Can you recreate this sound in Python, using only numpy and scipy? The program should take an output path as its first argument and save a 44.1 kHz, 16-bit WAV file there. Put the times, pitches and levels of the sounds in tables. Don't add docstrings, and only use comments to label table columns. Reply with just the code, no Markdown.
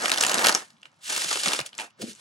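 import sys
import numpy as np
from scipy import signal
from scipy.fft import rfft, irfft, next_fast_len
from scipy.io import wavfile
from scipy.ndimage import uniform_filter1d, map_coordinates

SR = 44100
rng = np.random.default_rng(int(sys.argv[2]) if len(sys.argv) > 2 else 0)


def boost(x):
    u = np.asarray(x, float) / 20
    return 10 ** u


def bounce(signal):
    frames = np.transpose(np.atleast_2d(signal))
    limited = np.clip(frames, -1, 1)
    pcm = np.round(limited * 32767).astype(np.int16)
    wavfile.write(sys.argv[1], SR, pcm)


N = 97064


def unit(x):
    return x / np.sqrt(np.mean(x ** 2) + 1e-20)


def along(points, hz):
    f, v = np.transpose(points)
    return np.interp(np.log(hz + 1), np.log(f + 1), v)


def filtered(x, response):
    m = next_fast_len(x.shape[-1] + 4096)
    spectrum = rfft(x, m) * response(np.fft.rfftfreq(m, 1 / SR))
    return irfft(spectrum, m)[..., :x.shape[-1]]


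def noise(spectrum, size=N):
    return unit(filtered(rng.standard_normal((3, size)), lambda hz: boost(along(spectrum, hz))))


def wobble(knots_per_s):
    knots = rng.standard_normal(int(N * knots_per_s / SR) + 4)
    return map_coordinates(knots, [np.arange(N) * knots_per_s / SR])


def burst(rise_s, t60_s):
    t = np.arange(SR // 5) / SR
    return (1 - np.exp(-t / rise_s)) * boost(-60 * t / t60_s)


def card_ring(hz, ring_hz, ring_db):
    half_width_hz = 0.33 * ring_hz / 2
    return 1 + boost(ring_db) / (1 + ((hz - ring_hz) / half_width_hz) ** 2)


# start in s, peak in dB, ring in Hz, slap on the pack in dB re peak.
RIFFLE_CARDS = [(0.0232, -19.5, 4030, -26), (0.0575, -10, 3170, -13), (0.0954, -11.5, 3220, -22),
                (0.1167, -4, 3940, -20), (0.127, -13.5, 5150, -16), (0.138, -13, 3820, -16.5),
                (0.143, -15.5, 3020, -29.5), (0.1747, -13, 3000, -14), (0.1828, -10, 4700, -23),
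                (0.2096, -8, 6540, -16), (0.2265, -12, 6850, -16.5), (0.2356, -15.5, 2780, -18),
                (0.249, -11, 2980, -18), (0.265, -10.5, 7100, -17.5), (0.283, -14.5, 3220, -23),
                (0.2952, -11, 5340, -17), (0.3126, -16.5, 3140, -16.5), (0.3429, -7, 2700, -19.5),
                (0.391, -14, 3450, -7), (0.4442, -6, 5000, -15), (0.4484, -9, 3040, -9.5),
                (0.4607, -6.5, 1950, -15), (0.4686, -2, 3220, -15.5), (0.4845, -6, 3770, -14),
                (0.4929, -4.5, 1550, -12), (0.5147, -19.5, 5650, -25), (0.5244, -14, 4500, -21),
                (0.5489, -1.5, 6200, -19)]
# start in s, peak in dB, ring in Hz, slap in dB re peak.
CASCADE_CARDS = [(1.163, -12, 2670, -31), (1.1766, -16, 7160, -13.5), (1.2184, -14, 1820, -22.5),
                 (1.2431, -18, 4230, -14), (1.3079, -18, 5230, -15), (1.3119, -14.5, 4600, -13.5),
                 (1.3282, -13.5, 7070, -14.5), (1.3566, -16.5, 3070, -10), (1.3716, -18, 6000, -14),
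                 (1.4394, -20, 4000, -18), (1.474, -12, 2500, -12.5), (1.509, -18, 2000, -11),
                 (1.4344, -14, 4970, -25.5), (1.459, -10, 2760, -15), (1.4869, -14, 2890, -21.5),
                 (1.5189, -14, 2920, -11.5), (1.5331, -10, 2780, -21.5), (1.5471, -18, 2250, -13),
                 (1.5902, -15, 2440, -11), (1.6014, -17, 4430, -17), (1.6121, -20.5, 2720, -28),
                 (1.6621, -23, 9160, -30)]
# start in s, peak in dB, ring in Hz.
REGRIP_TICKS = [
    (0.7038, -42, 4450),
    (0.7675, -53, 3040),
    (0.7827, -56.5, 3520),
    (0.8305, -33.5, 2880),
    (0.8553, -33.5, 2860),
    (1.7303, -35, 3240),
    (1.7419, -39.5, 3170),
    (1.7803, -23, 7550),
    (1.788, -22, 2360),
    (1.798, -22, 2570),
]
# frequency in Hz, level in dB.
EDGE_SPECTRUM = [(500, -52), (1500, -5), (3000, -2), (6500, -1), (9000, -5.5), (12000, -3.5), (16000, -18),
                 (17500, -53.5)]
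FACE_SPECTRUM = [(500, -44.5), (1500, -3.5), (3000, 0.5), (6000, -1), (9000, -3), (12000, -7),
                 (16000, -5.5), (17500, -54)]
FINGER_SPECTRUM = [(500, -41.5), (1500, -0.5), (3500, -3), (5000, -8), (16000, -24.5)]
PACK_SPECTRUM = [(30, -60.5), (90, -30), (200, -5), (400, -4), (700, -1), (1200, -2.5), (1800, 1.5),
                 (3500, -20)]


def snaps():
    drag = SR // 100
    slap = np.pad(burst(rise_s=0.0014, t60_s=0.029), (drag, 0))
    spike = np.pad(burst(rise_s=0.0002, t60_s=0.0066), (drag, 0))
    t = np.arange(-drag, len(slap) - drag) / SR
    slip = boost(-14) * np.exp(-np.abs(t) / 0.002)
    tail = np.pad(burst(rise_s=0.0004, t60_s=0.02), (drag, 0)) + slip

    edge_spike_db, face_spike_db = 4.5, -12
    cards = [(*row, 6, EDGE_SPECTRUM, edge_spike_db) for row in RIFFLE_CARDS]
    cards += [(*row, 6, FACE_SPECTRUM, face_spike_db) for row in CASCADE_CARDS]
    for s, db, ring_hz in REGRIP_TICKS:
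        spectrum = FINGER_SPECTRUM if ring_hz < 3500 else EDGE_SPECTRUM
        cards.append((s, db, ring_hz, -23.5, 8, spectrum, edge_spike_db))

    out = np.zeros((3, N + SR))
    for s, db, ring_hz, slap_db, ring_db, spectrum, spike_db in cards:
        crack = tail + boost(spike_db) * spike
        ringing = filtered(noise(spectrum, len(crack)), lambda hz: card_ring(hz, ring_hz, ring_db))
        edge = unit(ringing) * crack
        body = noise(PACK_SPECTRUM, len(slap)) * slap
        edge = edge / np.abs(edge[0]).max()
        body = body / np.abs(body[0]).max()
        start = round(s * SR) - drag
        out[:, start:start + len(crack)] += boost(db) * (edge + boost(slap_db + 6) * body)
    return out[:, :N]


# start in s, peak in dB, ring in Hz.
CORNER_FLICKS = [(0.0308, -22, 7410), (0.038, -17.5, 7280), (0.0526, -14, 4780), (0.071, -18.5, 1510),
                 (0.079, -27, 5560), (0.085, -15, 5340), (0.1018, -12.5, 1510), (0.16, -19, 3060),
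                 (0.186, -16.5, 5040), (0.198, -16.5, 5680), (0.2238, -10.5, 4220), (0.237, -3.5, 2620),
                 (0.2416, -15.5, 5500), (0.256, -17, 3230), (0.2865, -17, 6840), (0.299, -11.5, 7050),
                 (0.318, -13.5, 2550), (0.3218, -14, 2930), (0.3334, -13.5, 3490), (0.3572, -20.5, 3530),
                 (0.367, -20.5, 5170), (0.3731, -15, 7360), (0.3782, -11.5, 2760), (0.383, -9.5, 4750),
                 (0.3937, -10.5, 4820), (0.3997, -19, 1510), (0.4079, -20.5, 7580), (0.414, -15.5, 7410),
                 (0.4176, -14, 3020), (0.4412, -17, 5510), (0.4974, -11, 7260), (0.5426, -17, 6700),
                 (0.5527, -14.5, 4910), (0.732, -51, 5470), (0.771, -58, 3030), (0.7985, -59, 3000),
                 (0.811, -52, 2630), (0.817, -45, 5730), (0.858, -51.5, 3390), (0.9169, -54, 7270),
                 (0.943, -54, 5170), (1.2117, -15.5, 5130), (1.4825, -10.5, 4740), (1.691, -33, 3100),
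                 (1.751, -30, 5460), (1.8083, -20.5, 2930), (1.818, -23, 3060), (1.9026, -50, 2710),
                 (1.9066, -46, 3130), (1.9766, -55, 2480), (2.023, -30, 2670), (2.132, -32, 6230),
                 (2.1507, -35, 6760), (2.1598, -37, 6240)]


def flicks():
    out = np.zeros((3, N + SR))
    click = burst(rise_s=0.0002, t60_s=0.007)[:SR // 40]
    for s, db, ring_hz in CORNER_FLICKS:
        ringing = filtered(noise(EDGE_SPECTRUM, len(click)), lambda hz: card_ring(hz, ring_hz, 9))
        edge = ringing * click
        start = round(s * SR)
        out[:, start:start + len(click)] += boost(db - 2) * edge / np.abs(edge[0]).max()
    return out[:, :N]


# time in s, sliding strength in dB, weight on the pack in dB.
HAND_STROKES = [
    [(0, -32, -1), (.15, -33, -1.5), (.24, -28, -3), (.38, -30, 3), (.47, -26.5, -1), (.56, -34.5, 3),
     (.68, -61.5, -2), (.82, -88, 6.5), (.86, -63.5, 6)],
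    [(.9, -84.5, 10.5), (1.0, -72, 2), (1.04, -42.5, -30.5), (1.1, -30, -7.5), (1.27, -32.5, -9.5),
     (1.31, -31, -19), (1.41, -32, -13), (1.47, -31.5, -5), (1.58, -36, -5.5)],
    [(1.64, -61, 13), (1.665, -41.5, -20), (1.71, -74, 7.5), (1.775, -56.5, 1.5), (1.8, -37.5, -9),
     (1.85, -48, 4.5), (1.95, -109, -3.5)],
    [(1.985, -65.5, 3), (2.02, -36.5, -20.5), (2.055, -51.5, -13.5), (2.1, -43.5, -36), (2.15, -62, -20),
     (2.2, -51.5, -9)],
]


def sliding():
    t = np.arange(N) / SR
    s, strength_db, weight_db = np.transpose(sorted(sum(HAND_STROKES, [])))
    strength_db = np.interp(t, s, strength_db)
    weight_db = np.interp(t, s, weight_db)

    grains_per_s, grain_spread_db = 330, 3
    catches = (rng.random(N) < grains_per_s / SR) * boost(grain_spread_db * rng.exponential(size=N))
    grain = signal.fftconvolve(catches, burst(rise_s=0.0003, t60_s=0.0054))[:N]

    riffling = t < 0.56
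    hiss = boost(2.5 * wobble(120) - 9 * riffling) * noise(FACE_SPECTRUM)
    scrape = boost(-1 + riffling) * grain * noise(EDGE_SPECTRUM)
    rumble = boost(weight_db + 2.4 * wobble(60.14)) * noise(PACK_SPECTRUM) * (0.64 + 0.6 * grain)
    return boost(strength_db) * (hiss + scrape + rumble)


# time in s, pitch in Hz, level in dB.
PACK_FLEX = [
    (1.991, 203, -51.5),
    (2.017, 198.6, -47),
    (2.042, 224, -29.5),
    (2.057, 230, -46.5),
    (2.085, 246.6, -42.5),
    (2.115, 206, -51.5),
    (2.16, 216, -70),
]


def flex():
    s, pitch_hz, db = np.transpose(PACK_FLEX)
    t = np.arange(N) / SR
    pitch_hz = np.interp(t, s, pitch_hz) * (1 + 0.015 * wobble(60))
    phase = 2 * np.pi * np.cumsum(pitch_hz) / SR
    rattle = unit(filtered(rng.standard_normal(N), lambda hz: 1 / (1 + ((hz - 290) / 230) ** 4)))
    tone = np.sin(phase) + boost(-14) * np.sin(2 * phase) + boost(-7) * rattle
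    level_db = np.interp(t, s, db, left=-120, right=-120) + wobble(76)
    return np.sqrt(2) * boost(level_db) * tone


# centre in Hz, width in Hz, level in dB.
PACK_HOLLOW = [(830, 260, 1), (1560, 150, -3), (2550, 500, -2)]


def squaring():
    def hollow(hz):
        return sum(boost(db) / (1 + ((hz - c) / (width / 2)) ** 2) for c, width, db in PACK_HOLLOW)

    push = burst(rise_s=0.02, t60_s=0.16)
    start = round(1.783 * SR)
    out = np.zeros(N)
    out[start:start + len(push)] = boost(-23) * push * unit(filtered(rng.standard_normal(len(push)), hollow))
    return out * boost(1.7 * wobble(150))


# start in s, level in dB, centre in Hz.
CLOTH_THUDS = [(.375, -29, 230), (0.489, -35, 395), (0.731, -47.5, 199), (1.308, -21, 1120),
               (1.532, -28.5, 450), (2.05, -42.5, 520), (1.245, -30.5, 133), (1.352, -25.5, 420),
               (1.462, -26, 194), (1.473, -28, 350), (1.599, -32, 120), (1.997, -29.5, 406),
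               (2.015, -33, 600), (0.961, -50, 139), (1.8, -43.5, 237), (1.65, -43, 600),
               (2.012, -35.5, 139)]


def thuds():
    def boom_band(hz, centre_hz):
        band = 1 + ((hz - centre_hz) / (0.3 * centre_hz)) ** 4
        return np.minimum(hz / centre_hz, 1) / band

    out = np.zeros(N + SR)
    push = burst(rise_s=0.012, t60_s=0.081)
    for s, db, centre_hz in CLOTH_THUDS:
        boom = filtered(rng.standard_normal(len(push)), lambda hz: boom_band(hz, centre_hz))
        start = round(s * SR)
        out[start:start + len(push)] += boost(db) * unit(boom) * push
    return out[:N]


def room(x):
    t60_s = 0.15
    t = np.arange(SR // 2) / SR
    decay = rng.standard_normal((2, len(t))) * boost(-60 * t / t60_s)
    tail = filtered(decay, lambda hz: hz / (hz + 600) / (1 + hz / 9000))
    return signal.fftconvolve(x[None], tail / np.linalg.norm(tail[0]), axes=1)[:, :N]


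# frequency in Hz, level in dB.
AIR_SPECTRUM = [(30, -31), (110, 4.5), (210, 3), (450, -13.5), (1000, -4), (2000, -10.5), (6000, -16.5),
                (9500, -45)]


def air():
    return boost(-67.5) * noise(AIR_SPECTRUM)


# frequency in Hz, lead in radians.
PORT_LEAD = [(150, -0.27), (430, -0.8), (1120, -0.2), (2330, 4.5), (3530, 7.5), (8700, 5.5), (12000, 11)]
# frequency in Hz, difference in dB.
PORT_TILT = [(200, 3.5), (700, -5.5), (2400, 0)]
# frequency in Hz, level in dB.
SCATTER_SPECTRUM = [(60, -10), (200, -5.5), (500, 0.5), (1500, -3), (5000, -12), (10000, -5.5)]


def scene():
    cards = snaps() + flicks() + sliding() + air()
    direct = cards[0] + flex() + thuds() + squaring()
    half = np.array([[0.5], [-0.5]])

    def port_response(hz):
        return boost(half * along(PORT_TILT, hz)) * np.exp(1j * half * along(PORT_LEAD, hz))

    ports = filtered(direct, port_response)
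    scatter = filtered(cards[1:], lambda hz: boost(along(SCATTER_SPECTRUM, hz)))
    return ports + scatter + boost(-11) * room(direct)


def top_cut(x):
    return signal.sosfilt(signal.butter(12, 16970, fs=SR, output="sos"), x)


# start in
# s, end in s.
TREBLE_OPEN = [(.022, .027), (.056, .06), (.113, .166), (.176, .242), (.257, .335), (.342, .346),
               (.39, .498), (.546, .554), (1.03, 1.05), (1.155, 1.192), (1.598, 1.622), (1.659, 1.67),
               (1.728, 1.733), (1.779, 1.783), (1.995, 2.028)]


def record(dry):
    bass_cut_hz, clip_level, top_hz = 94, 0.9, 16950
    dry = filtered(dry, lambda hz: (hz / bass_cut_hz) ** 2 / (1 + (hz / bass_cut_hz) ** 2))
    clipped = dry / (1 + np.abs(dry / clip_level) ** 4) ** 0.25
    dry = filtered(clipped, lambda hz: hz < top_hz)

    mid, side = (dry[0] + dry[1]) / 2, (dry[0] - dry[1]) / 2
    treble = filtered(mid, lambda hz: np.clip((hz - 11200) / 600, 0, 1))
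    t = np.arange(N) / SR
    is_open = uniform_filter1d(sum(1.0 * (t > a) * (t < b) for a, b in TREBLE_OPEN), size=64)
    mid = mid - treble + treble * (boost(-60) + boost(-11.5) * is_open)
    mid = filtered(mid, lambda hz: np.where(hz < 16000, 1, boost(-19.5)))
    return top_cut(np.array([mid + side, mid - side]))


dry = scene()
out = record(dry)
bounce(out)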